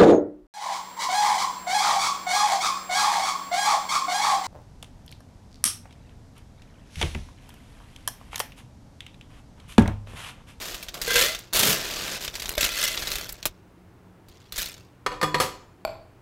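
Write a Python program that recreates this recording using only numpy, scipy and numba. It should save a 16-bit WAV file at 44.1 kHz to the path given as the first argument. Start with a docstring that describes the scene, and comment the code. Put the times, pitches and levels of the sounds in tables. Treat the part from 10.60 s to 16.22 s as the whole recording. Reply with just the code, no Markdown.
"""Ice cubes are scooped from a bar's ice well and tipped twice into a steel shaker tin, close by.
Packed cubes crunch, loose ones clink, and single ones clack. They ring the tin's wall and the air inside,
whose pitch rises as it fills. Between pours the scoop is pushed back into the ice and the well booms.
Then, further off in the room, steel knocks and rattles at the well and the tin is set down on the stone
counter. A low rumble follows each jolt, and ventilation and coolers hum behind it all."""
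import sys
import numpy as np
from scipy import signal
from scipy.fft import rfft, irfft, next_fast_len
from scipy.io import wavfile
from scipy.ndimage import uniform_filter1d
from numba import njit

SR = 44100
rng = np.random.default_rng(int(sys.argv[2]) if len(sys.argv) > 2 else 0)


def inscribe(sig):
    """Save sig as 16-bit PCM at rate SR to the path in sys.argv[1].

    A 1-D sig is mono; a 2-D sig holds one channel per row.
    Samples are clipped to [-1, 1] before scaling.
    """
    pcm = np.round(np.clip(np.atleast_2d(sig).T, -1, 1) * 32767)
    wavfile.write(sys.argv[1], SR, pcm.astype(np.int16))


N = 247797
TIME = np.arange(N) / SR

# How strong each pitch is when ice hits ice: pitch_hz, level_db
ICE_TONE = [(59, -36.5), (100, -10), (140, -1), (283, -4), (398, 1.5), (535, -2.5), (595, 2), (818, -5),
            (910, -4), (3620, -0.5), (6700, -3.5), (9820, -8), (13200, -5), (16000, -12)]
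# The scoop is lifted, emptied, pushed back in, pulled free and emptied again; last, the well's ice slumps.
# start_s, rise_s, hold_s, level_db, fall_db_per_s, looseness (0 packed, 1 loose), lows_db, treble_db
ICE_MOVES = [(0, 0.0017, 0.092, -38, 80, 0.04, -6.5, -5.5),
             (0.336, 0.0082, 0.0034, -42, 128.5, 0.3, 1.5, -4),
             (0.446, 0.15, 0.029, -22, 139.5, 0.27, -13.5, -4),
             (0.928, 0.024, 0.17, -23.5, 222, 0.09, -8, -2), (1.124, 0.031, 0.41, -34, 352, 0.18, -7, -9),
             (1.595, 0.02, 0.021, -36, 171, 0.33, -8, -5.5),
             (1.72, 0.23, 0.005, -39, 257, 0.99, -3.5, -2.5),
             (1.979, 0.056, 0.009, -26, 167, 0.88, -13, -5.5),
             (2.081, 0.16, 0.0085, -25.5, 135, 0.72, -17.5, -4),
             (2.292, 0.036, 0.27, -38.5, 90, 0.82, -6.5, -3.5),
             (3.662, .02, 0.17, -60.5, 87, 0.9, -22.5, -14.5),
             (3.932, 0.063, 0.022, -31.5, 141, 0.82, -15.5, -3)]
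def moving_ice():
    """Packed cubes crunch, loose ones tumble. As a move eases, its treble goes first, its lows last."""
    powers, loose = np.zeros((3, N)), np.zeros(N)
    for start, rise, hold, db, fall, looseness, lows_db, treble_db in ICE_MOVES:
        shape_db = swell(start, rise, hold, fall)
        power = undb([db + lows_db + .77 * shape_db, db + shape_db, db + treble_db + 1.3 * shape_db]) ** 2
        powers += power
        loose += looseness * power[1]
    loose = np.clip(loose / powers[1], 0, 1)
    crunch = collisions(per_s=2000, spread_db=2.5, cycles=50, ping_db=-2, crack_t60=.012)
    tumble = collisions(per_s=230, spread_db=2.5, cycles=110, ping_db=-1, crack_t60=.022)
    blend = np.sqrt(1 - loose) * unit(crunch) + np.sqrt(loose) * unit(tumble)
    parts = low_mid_high(through(blend, tone_filter(ICE_TONE)))
    return sum(np.sqrt(power) * steady(part) for power, part in zip(powers, parts))

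def swell(start, rise, hold, fall_db_per_s, gather_db=14):
    """A movement builds, holds and dies away. Gives its level in dB, with 0 as full strength."""
    t = TIME - start
    db = -gather_db * np.clip(1 - t / rise, 0, 1) - fall_db_per_s * np.maximum(t - rise - hold, 0)
    return np.where(t < 0, -200, np.maximum(db, -200))

def collisions(per_s, spread_db, cycles, ping_db, crack_t60):
    """Cubes bump at random moments; each bump makes a crack and three short pings."""
    when, chance, life, *pitches = rng.random((16000, 6))[:int(per_s * N / SR)].T
    start = (when * N).astype(int)
    size = undb(-spread_db * np.log(np.maximum(chance, .02)))  # many small bumps, a few big ones
    size[::2] *= -1
    tone = 0
    for pitch in pitches:
        hz = 1300 * (15500 / 1300) ** pitch
        tone = tone + pings(start, hz, cycles * (.5 + life), size * hz, N)
    crack_power = through(np.bincount(start, size ** 2, N), fade(TIME[:SR // 10], crack_t60) ** 2)
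    cracks = np.sqrt(np.abs(crack_power)) * rng.standard_normal(N)
    return unit(cracks) + undb(ping_db) * unit(tone)

@njit
def pings(start, hz, cycles, size, n):
    """Struck cubes ring: short tones that each lose 60 dB in the given number of cycles."""
    out = np.zeros(n)
    for k in range(len(start)):
        length = cycles[k] * SR / hz[k]
        wave = size[k] + 0j
        step = np.exp(2j * np.pi * hz[k] / SR - np.log(1000) / length)
        for i in range(start[k], min(start[k] + int(length), n)):
            wave *= step
            out[i] += wave.imag
    return out

# Single cubes hit the scoop, the tin or each other: start_s, level_db, pitch_hz, treble_db, chatter_s
CUBE_HITS = [(0.1441, -21, 2980, -11, 0.068), (0.2274, -23, 2660, -8.5, 0.077),
             (0.2845, -22.5, 3700, -18, 0.05), (0.3421, -23.5, 4700, -11, 0.05),
             (0.416, -14.5, 4870, -10, 0.12), (0.4787, -18.5, 4200, -8, 0.065),
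             (0.5066, -14, 3200, -14, 0.034), (0.5574, -5, 3070, -15, 0.11),
             (0.7484, -18, 3610, -16, 0.036), (0.7905, -27, 3520, -4, 0.031), (0.9333, -11, 4440, -5, 0.15),
             (0.9928, -7, 3740, -2, 0.041), (1.0367, -9.5, 3290, -16.5, 0.064),
             (1.648, -18, 3060, -9, 0.056), (1.6785, -16, 3620, -21, 0.029),
             (1.7407, -24.5, 3560, -16, 0.05), (1.7539, -18.5, 4760, -15, 0.083),
             (1.7973, -20, 3780, -13, 0.072), (1.8203, -18.5, 4690, -13, 0.078),
             (1.8574, -18, 3710, -15, 0.038), (1.8923, -13, 2830, -4, 0.037),
             (1.9797, -9.5, 2225, -14, 0.05), (2.0081, -9, 2650, -8, 0.07), (2.0303, -9.5, 3870, -22, 0.08),
             (2.0426, -9, 2590, -9, 0.067), (2.375, -13.5, 3880, -39, 0.042),
             (2.4233, -19, 4860, -35, 0.05), (2.4718, -15.5, 3900, -17, 0.11),
             (2.517, -13, 4240, -11, 0.13), (2.5553, -15.5, 3620, -10, 0.097),
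             (2.6913, -21, 5200, -4, 0.061), (2.7249, -21.5, 2520, 16, 0.023),
             (3.685, -40.5, 4700, -6.5, 0.056), (3.923, -20.5, 4090, -8.5, 0.035),
             (3.9789, -16.5, 4230, -3, 0.077)]
# The tin touches the ice, then rests its full weight: start_s, level_db, pitch_hz, lows_db, treble_db
TIN_LANDINGS = [(2.828, -21.5, 2500, -14, -12), (2.8549, -7.5, 3480, -4.5, 2)]
def clacks():
    """Single cubes land in the scoop and the tin; the tin itself lands on the ice with a dry crack."""
    out = np.zeros(N)
    for start, db, hz, treble_db, chatter_s in CUBE_HITS:
        hit = clack(hz, lows_db=-15, treble_db=treble_db + 6, chatter_s=chatter_s, ring_db=-2.5)
        add(out, start, undb(db - 10) * hit)
    for start, db, hz, lows_db, treble_db in TIN_LANDINGS:
        add(out, start, undb(db - 10.5) * clack(hz, lows_db, treble_db, chatter_s=.053, ring_db=-19))
    return out

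def clack(hz, lows_db, treble_db, chatter_s, ring_db, ring_s=.036):
    """One blow on ice: a hard snap, chatter among the neighbours, and the cube's own short ring."""
    t = TIME[:SR // 5]
    flicker_db = 3 * np.repeat(rng.standard_normal(len(t) // 45 + 1), 45)[:len(t)]
    chatter = undb(flicker_db) * fade(t, chatter_s)
    snap = undb(-7) * fade(t, .0019)
    crack = rng.standard_normal(len(t)) * (chatter + snap)
    low, mid, high = low_mid_high(through(crack, tone_filter(ICE_TONE)))
    cube = ring([(hz, 0, ring_s), (hz * .86, -5, ring_s), (hz * 1.62, -6, ring_s / 2)], t)
    body = unit(unit(mid) + undb(ring_db) * unit(cube))
    hit = body + undb(lows_db) * unit(low) + undb(treble_db) * unit(high)
    return hit / np.std(hit[:SR // 250])  # the first 4 ms set the level

# Each scoopful falling into the tin: start_s, fill_s, air_before_hz, air_after_hz, air_db, wall_db
SCOOPFULS = [(.478, .25, 468, 660, -5, -2.5), (1.978, .7, 592, 620, -13, -6)]
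# The notes of the air in the tin: times_lowest_pitch, width_hz, level_db
AIR_NOTES = [(1, 45.5, 3.5), (2.15, 71.6, -8), (3.4, 69, 0), (4.3, 110, -4)]
# The notes of the tin's wall, muffled by the hand: pitch_hz, width_hz, level_db
WALL_NOTES = [(1367, 42, 3), (1584, 23, -6.5), (2030, 9.7, 5), (2050, 18, 6), (2580, 34, -3.5),
              (2790, 33, 0), (3082, 35, 8), (3390, 89, 6), (4310, 63, 5.5), (4250, 21, -0.5),
              (5160, 34, -11.5), (6280, 80, -14.5)]
def filling_tin(spill_s=.08):
    """Falling cubes ring the tin's wall and the air inside; the last ones spill in just after the fill."""
    bumps = collisions(per_s=500, spread_db=3, cycles=30, ping_db=-15, crack_t60=.006)
    wall = ringing_body(bumps, WALL_NOTES)
    out = np.zeros(N)
    for pour in SCOOPFULS:
        start, fill_s, _, _, air_db, wall_db = pour
        lowest_hz = air_pitch(pour)
        air = ringing_body(bumps, [(lowest_hz * times, width, db) for times, width, db in AIR_NOTES])
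        pouring = np.clip((start + fill_s + spill_s - TIME) / spill_s, 0, 1) * (TIME > start)
        out += pouring * (air * undb(air_db) + wall * undb(wall_db))
    moving_power = sum(undb(db + swell(start, rise, hold, fall)) ** 2
                       for start, rise, hold, db, fall, *_ in ICE_MOVES)
    return out * np.sqrt(moving_power)

def air_pitch(pour):
    """The lowest note of the air in the tin climbs, ever faster, as ice takes up the space."""
    start, fill_s, before_hz, after_hz = pour[:4]
    progress = np.clip((TIME - start) / fill_s, 0, 1)
    return before_hz * (after_hz / before_hz) ** (progress ** 2)

# Heavy cubes that drop deep into the tin: start_s, air_db, bottom_db
HEAVY_CUBES = [(0.4775, -21, -28), (0.506, -35, -20), (0.557, -19, -18), (1.978, -18, -28)]
def deep_drops(bottom_hz=1590, bottom_t60=.13, air_t60=.09):
    """A cube reaches the tin's bottom: the steel rings and the air gives a hollow knock."""
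    out, t = np.zeros(N), TIME[:SR // 4]
    for start, air_db, bottom_db in HEAVY_CUBES:
        nearest_pour = min(SCOOPFULS, key=lambda pour: abs(pour[0] - start))
        air_hz = air_pitch(nearest_pour)[int(start * SR)]
        add(out, start, ring([(air_hz, air_db, air_t60), (bottom_hz, bottom_db, bottom_t60)], t))
    return undb(-1) * out

# The scoop's push, passed through the ice to the well: start_s, rise_s, hold_s, level_db, fall_db_per_s
SCOOP_PUSH = (.95, .12, .015, -29, 170)
# The low notes of the well's steel floor: pitch_hz, width_hz, level_db
WELL_NOTES = [(145, 18, -3.5), (190, 24, -4.5), (417, 15, -5)]
def well_boom():
    """The well's floor booms while the scoop is driven into the ice."""
    start, rise, hold, db, fall = SCOOP_PUSH
    boom = ringing_body(rng.standard_normal(N), WELL_NOTES)
    return boom * undb(db + swell(start, rise, hold, fall))

# Blows at the well: start_s, level_db, lows_db, treble_db, clatter_s, ring_db, ring_length (1 is full)
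STEEL_BLOWS = [(4.463, -4, -37.5, -33, 0.051, -12, 0.64), (4.518, -27.5, -0.5, -22, 0.25, 3, 1),
               (4.614, -12.5, -14, -3, .047, -4, 1), (4.629, -10, 3.5, -0.5, 0.091, -5, 0.8),
               (4.744, -7, 2, -12.5, 0.08, -5, 0.51), (4.783, -30.5, -16, 2, .076, 5.5, 1),
               (4.8007, -13.5, 4.5, 9, .22, -3, 0.56)]
# The main notes of the steel sheet: pitch_hz, level_db, fade_s
STEEL_NOTES = [(153.3, -5.5, 0.75), (303.2, -7.5, 0.6), (396, -4, 0.4), (507, 6, 0.29), (758, 2.5, 0.25),
               (997, 6.5, 0.46), (1090, -12, 0.24), (1124, -5, 0.14), (1227, 11, 0.13), (1820, 5.5, 0.11),
               (2000, -23, 0.061), (2150, -5, 0.18), (2440, -17, 0.81), (2880, -2.5, 0.13),
               (3120, -10, 0.13), (3390, -6, 0.38), (3800, -24, .3), (4340, 7, 0.045), (4500, -10, 0.2),
               (5210, -8.5, 0.18), (5715, -23, .2), (6240, -27, .3), (7050, -18, 0.84), (7740, -5, 0.21),
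               (9950, -18, 0.14)]
# How strong each pitch is in the clatter: pitch_hz, level_db
CLATTER_TONE = [(59, -40), (100, -7), (271, -15), (481, -4), (634, -11.5), (1230, -2), (1450, -15),
                (1760, -8.5), (2470, -14.5), (4570, -18.5), (9610, -28), (10700, -24), (16000, -38)]
def steel_knocks(clatter_db=-8, notes_db=-19, buzz_db=-3, scatter_db=2, detune=.005):
    """Steel meets steel: a brief clatter, then the sheet rings on in its main notes and many weak ones."""
    out, t = np.zeros(N), TIME[:SR * 2 // 3]
    tone = tone_filter(CLATTER_TONE)
    weak_notes = [(hz, -38 - 10 * np.log10(hz / 4000), .2) for hz in rng.uniform(1200, 15500, 60)]
    for start, db, lows_db, treble_db, clatter_s, ring_db, ring_length in STEEL_BLOWS:
        clatter = through(rng.standard_normal(len(t)) * fade(t, clatter_s), tone) / np.linalg.norm(tone)
        contacts = rng.standard_normal(len(t)) * fade(t, clatter_s)
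        contacts *= undb(buzz_db) / np.linalg.norm(contacts)
        contacts[0] += 1  # the blow itself, ahead of the buzz
        # The grip shifts each pitch, the spot struck shifts each level, and touching steel cuts the ring.
        chance = rng.standard_normal((len(STEEL_NOTES), 2))
        notes = [(hz * (1 + detune * grip), note_db + notes_db + scatter_db * spot, fade_s * ring_length)
                 for (hz, note_db, fade_s), (grip, spot) in zip(STEEL_NOTES, chance)]
        sheet = through(contacts, ring(notes, t) + ring(weak_notes, t))
        hit = undb(clatter_db) * clatter + undb(ring_db) * sheet
        # Each blow has its own amount of low thud and bright treble.
        lows = signal.sosfilt(signal.butter(1, 450, fs=SR, output="sos"), hit)
        treble = signal.sosfilt(signal.butter(1, 4500, "high", fs=SR, output="sos"), hit)
        add(out, start, undb(db) * (hit + (undb(lows_db) - 1) * lows + (undb(treble_db) - 1) * treble))
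    return out

# The notes of the tin's base: pitch_hz, level_db, fade_s
BASE_NOTES = [(646, 8, 0.061), (788, -1.5, 0.062), (1095, 2.5, 0.018), (1390, 3.5, 0.017),
              (2340, -4.5, 0.035), (2460, -4.5, 0.02), (3720, -19.5, 0.028), (4340, -28, .04),
              (4510, -7, 0.052), (4800, -4, 0.0087), (6960, -34, 0.037), (7570, -10.5, 0.03),
              (11500, -11, 0.033), (15100, -15.5, .02)]
def tin_on_counter(start_s=5.2505):
    """The tin taps the stone with a tick; the hand and the ice quickly stop its base ringing."""
    out, t = np.zeros(N), TIME[:SR // 2]
    base = ring(BASE_NOTES, t)
    tick = unit(band(rng.standard_normal(len(t)), 400, 3200, order=1)) * fade(t, .0049)
    add(out, start_s, undb(-25.5) * (base + undb(-4) * tick))
    return out

# Sound bouncing off the walls and the back bar: delay_s, level_db
WALL_BOUNCES = [(.027, -13), (.042, -16.5), (.062, -25), (.105, -21)]
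def echoes(x):
    """Separate echoes, dulled by the surfaces they bounce off."""
    out, dull = np.zeros(N), band(x, 200, 2500, order=1)
    for delay_s, db in WALL_BOUNCES:
        add(out, delay_s, undb(db) * dull)
    return out

def reverb(x, level_db, fades_s=(.5, .44, .26), build_s=.015):
    """Many echoes blur into a tail. Lows, middle and treble each have a fade time; treble dies first."""
    t = TIME[:SR]
    parts = low_mid_high(rng.standard_normal(len(t)))
    tail = sum(part * fade(t, fade_s) for part, fade_s in zip(parts, fades_s))
    tail *= 1 - np.exp(-(t / build_s) ** 2)
    return undb(level_db) * through(x, tail / np.linalg.norm(tail))

def handling_rumble(jolts, linger_s=.077):
    """A low rumble of handling that swells with every jolt and lingers a moment."""
    tail = fade(TIME[:SR // 2], linger_s) ** 2
    strength = np.sqrt(np.abs(through(jolts ** 2, tail / tail.sum())))
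    return undb(-28) * unit(band(rng.standard_normal(N), 22, 52)) * strength ** .57

# How strong each pitch is in the bar's steady background: pitch_hz, level_db
VENT_TONE = [(25, -17), (60, -8.5), (95, -1.5), (145, -11.5), (180, -8), (215, -13.5), (263, -11),
             (354, -9.5), (516, -18), (936, -20), (2550, -31), (3720, -37), (5280, -40), (16000, -46.5)]
def vents_and_coolers(vent_db=-53.5, hum_db=-63):
    """The rush of the ventilation and the wavering hum of the coolers."""
    hum = sum(unit(band(rng.standard_normal(N), hz - 2, hz + 2)) for hz in (120, 180))
    rush = unit(through(rng.standard_normal(N), tone_filter(VENT_TONE)))
    return undb(vent_db) * rush + undb(hum_db) * hum

def ring(notes, t):
    """A struck object's fading notes; each starts up or down depending on where the blow lands."""
    return sum(rng.choice([-1, 1]) * undb(db) * fade(t, fade_s) * np.sin(2 * np.pi * hz * t)
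               for hz, db, fade_s in notes)

def ringing_body(shaking, notes):
    """Something shaken nonstop rings at its own notes; the result is held at an even level."""
    return steady(sum(undb(db) * resonate(shaking, hz * np.ones(N), float(width))
                      for hz, width, db in notes))

@njit
def resonate(x, hz, width_hz):
    """Keep the part of x near one pitch, which may move (a state-variable filter)."""
    out, band_state, low_state = np.empty(len(x)), 0., 0.
    for i in range(len(x)):
        tuning, damping = np.tan(np.pi * hz[i] / SR), width_hz / hz[i]
        swing = (band_state + tuning * (x[i] - low_state)) / (1 + tuning * (tuning + damping))
        band_state = 2 * swing - band_state
        low_state += 2 * tuning * swing
        out[i] = damping * swing
    return out

def tone_filter(points):
    """Turn (pitch_hz, level_db) points into a click with that tone, for use with through()."""
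    hz, db = np.transpose(points)
    gain = undb(np.interp(np.log(np.linspace(1, SR / 2, 2049)), np.log(hz), db))
    cepstrum = irfft(np.log(gain))
    cepstrum[1:2048] *= 2  # folded onto its first half, so nothing sounds before the hit
    cepstrum[2049:] = 0
    return irfft(np.exp(rfft(cepstrum)))

def through(x, response):
    """Give every sample of x the given response (convolution)."""
    return signal.fftconvolve(x, response)[:len(x)]

def low_mid_high(x):
    """Split x into lows, middle and treble, which add up to x again."""
    size = next_fast_len(len(x) + 2048)
    hz, spectrum = np.linspace(0, SR / 2, size // 2 + 1), rfft(x, size)
    low = 1 / (1 + (hz / 1350) ** 6)
    high = 1 - 1 / (1 + (hz / 7500) ** 8)
    return [irfft(spectrum * share, size)[:len(x)] for share in (low, 1 - low - high, high)]

def band(x, low_hz, high_hz, order=2):
    """Keep the pitches between two limits."""
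    return signal.sosfilt(signal.butter(order, [low_hz, high_hz], "band", fs=SR, output="sos"), x)

def steady(x):
    """Even out the level over 40 ms, so single bumps still stand out."""
    return x / np.sqrt(np.abs(uniform_filter1d(x ** 2, int(.04 * SR))) + 1e-12)

def fade(t, t60):
    """A fade that loses 60 dB in t60 seconds."""
    return np.exp(-np.log(1000) * t / t60)

def undb(db):
    """Turn decibels into a number to multiply by."""
    return 10 ** (np.asarray(db) / 20)

def unit(x):
    """Scale x to an average (rms) level of 1."""
    return x / (np.std(x) + 1e-12)

def add(out, start_s, x):
    """Mix x into out, beginning at start_s."""
    i = int(start_s * SR)
    out[i:i + len(x)] += x[:N - i]

def scene():
    """Close ice between the walls of the well; more distant steel with the room around it."""
    sliding, cubes = moving_ice(), clacks()
    ice = sliding + filling_tin() + deep_drops() + cubes + well_boom()
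    ice += reverb(ice, level_db=-18, fades_s=(.076, .095, .03), build_s=.004)
    steel, tin = steel_knocks(), tin_on_counter()
    far = steel + reverb(steel, level_db=-13) + tin + echoes(tin) + reverb(tin, level_db=-9)
    jolts = undb(-6) * sliding + undb(8) * cubes + undb(-8) * far
    return (ice + far + handling_rumble(jolts) + vents_and_coolers())[None]

def record(dry):
    """Cut off the very highest treble, above 15750 Hz."""
    return signal.sosfilt(signal.ellip(10, .2, 80, 15750, fs=SR, output="sos"), dry)

dry = scene()
out = record(dry)
inscribe(out)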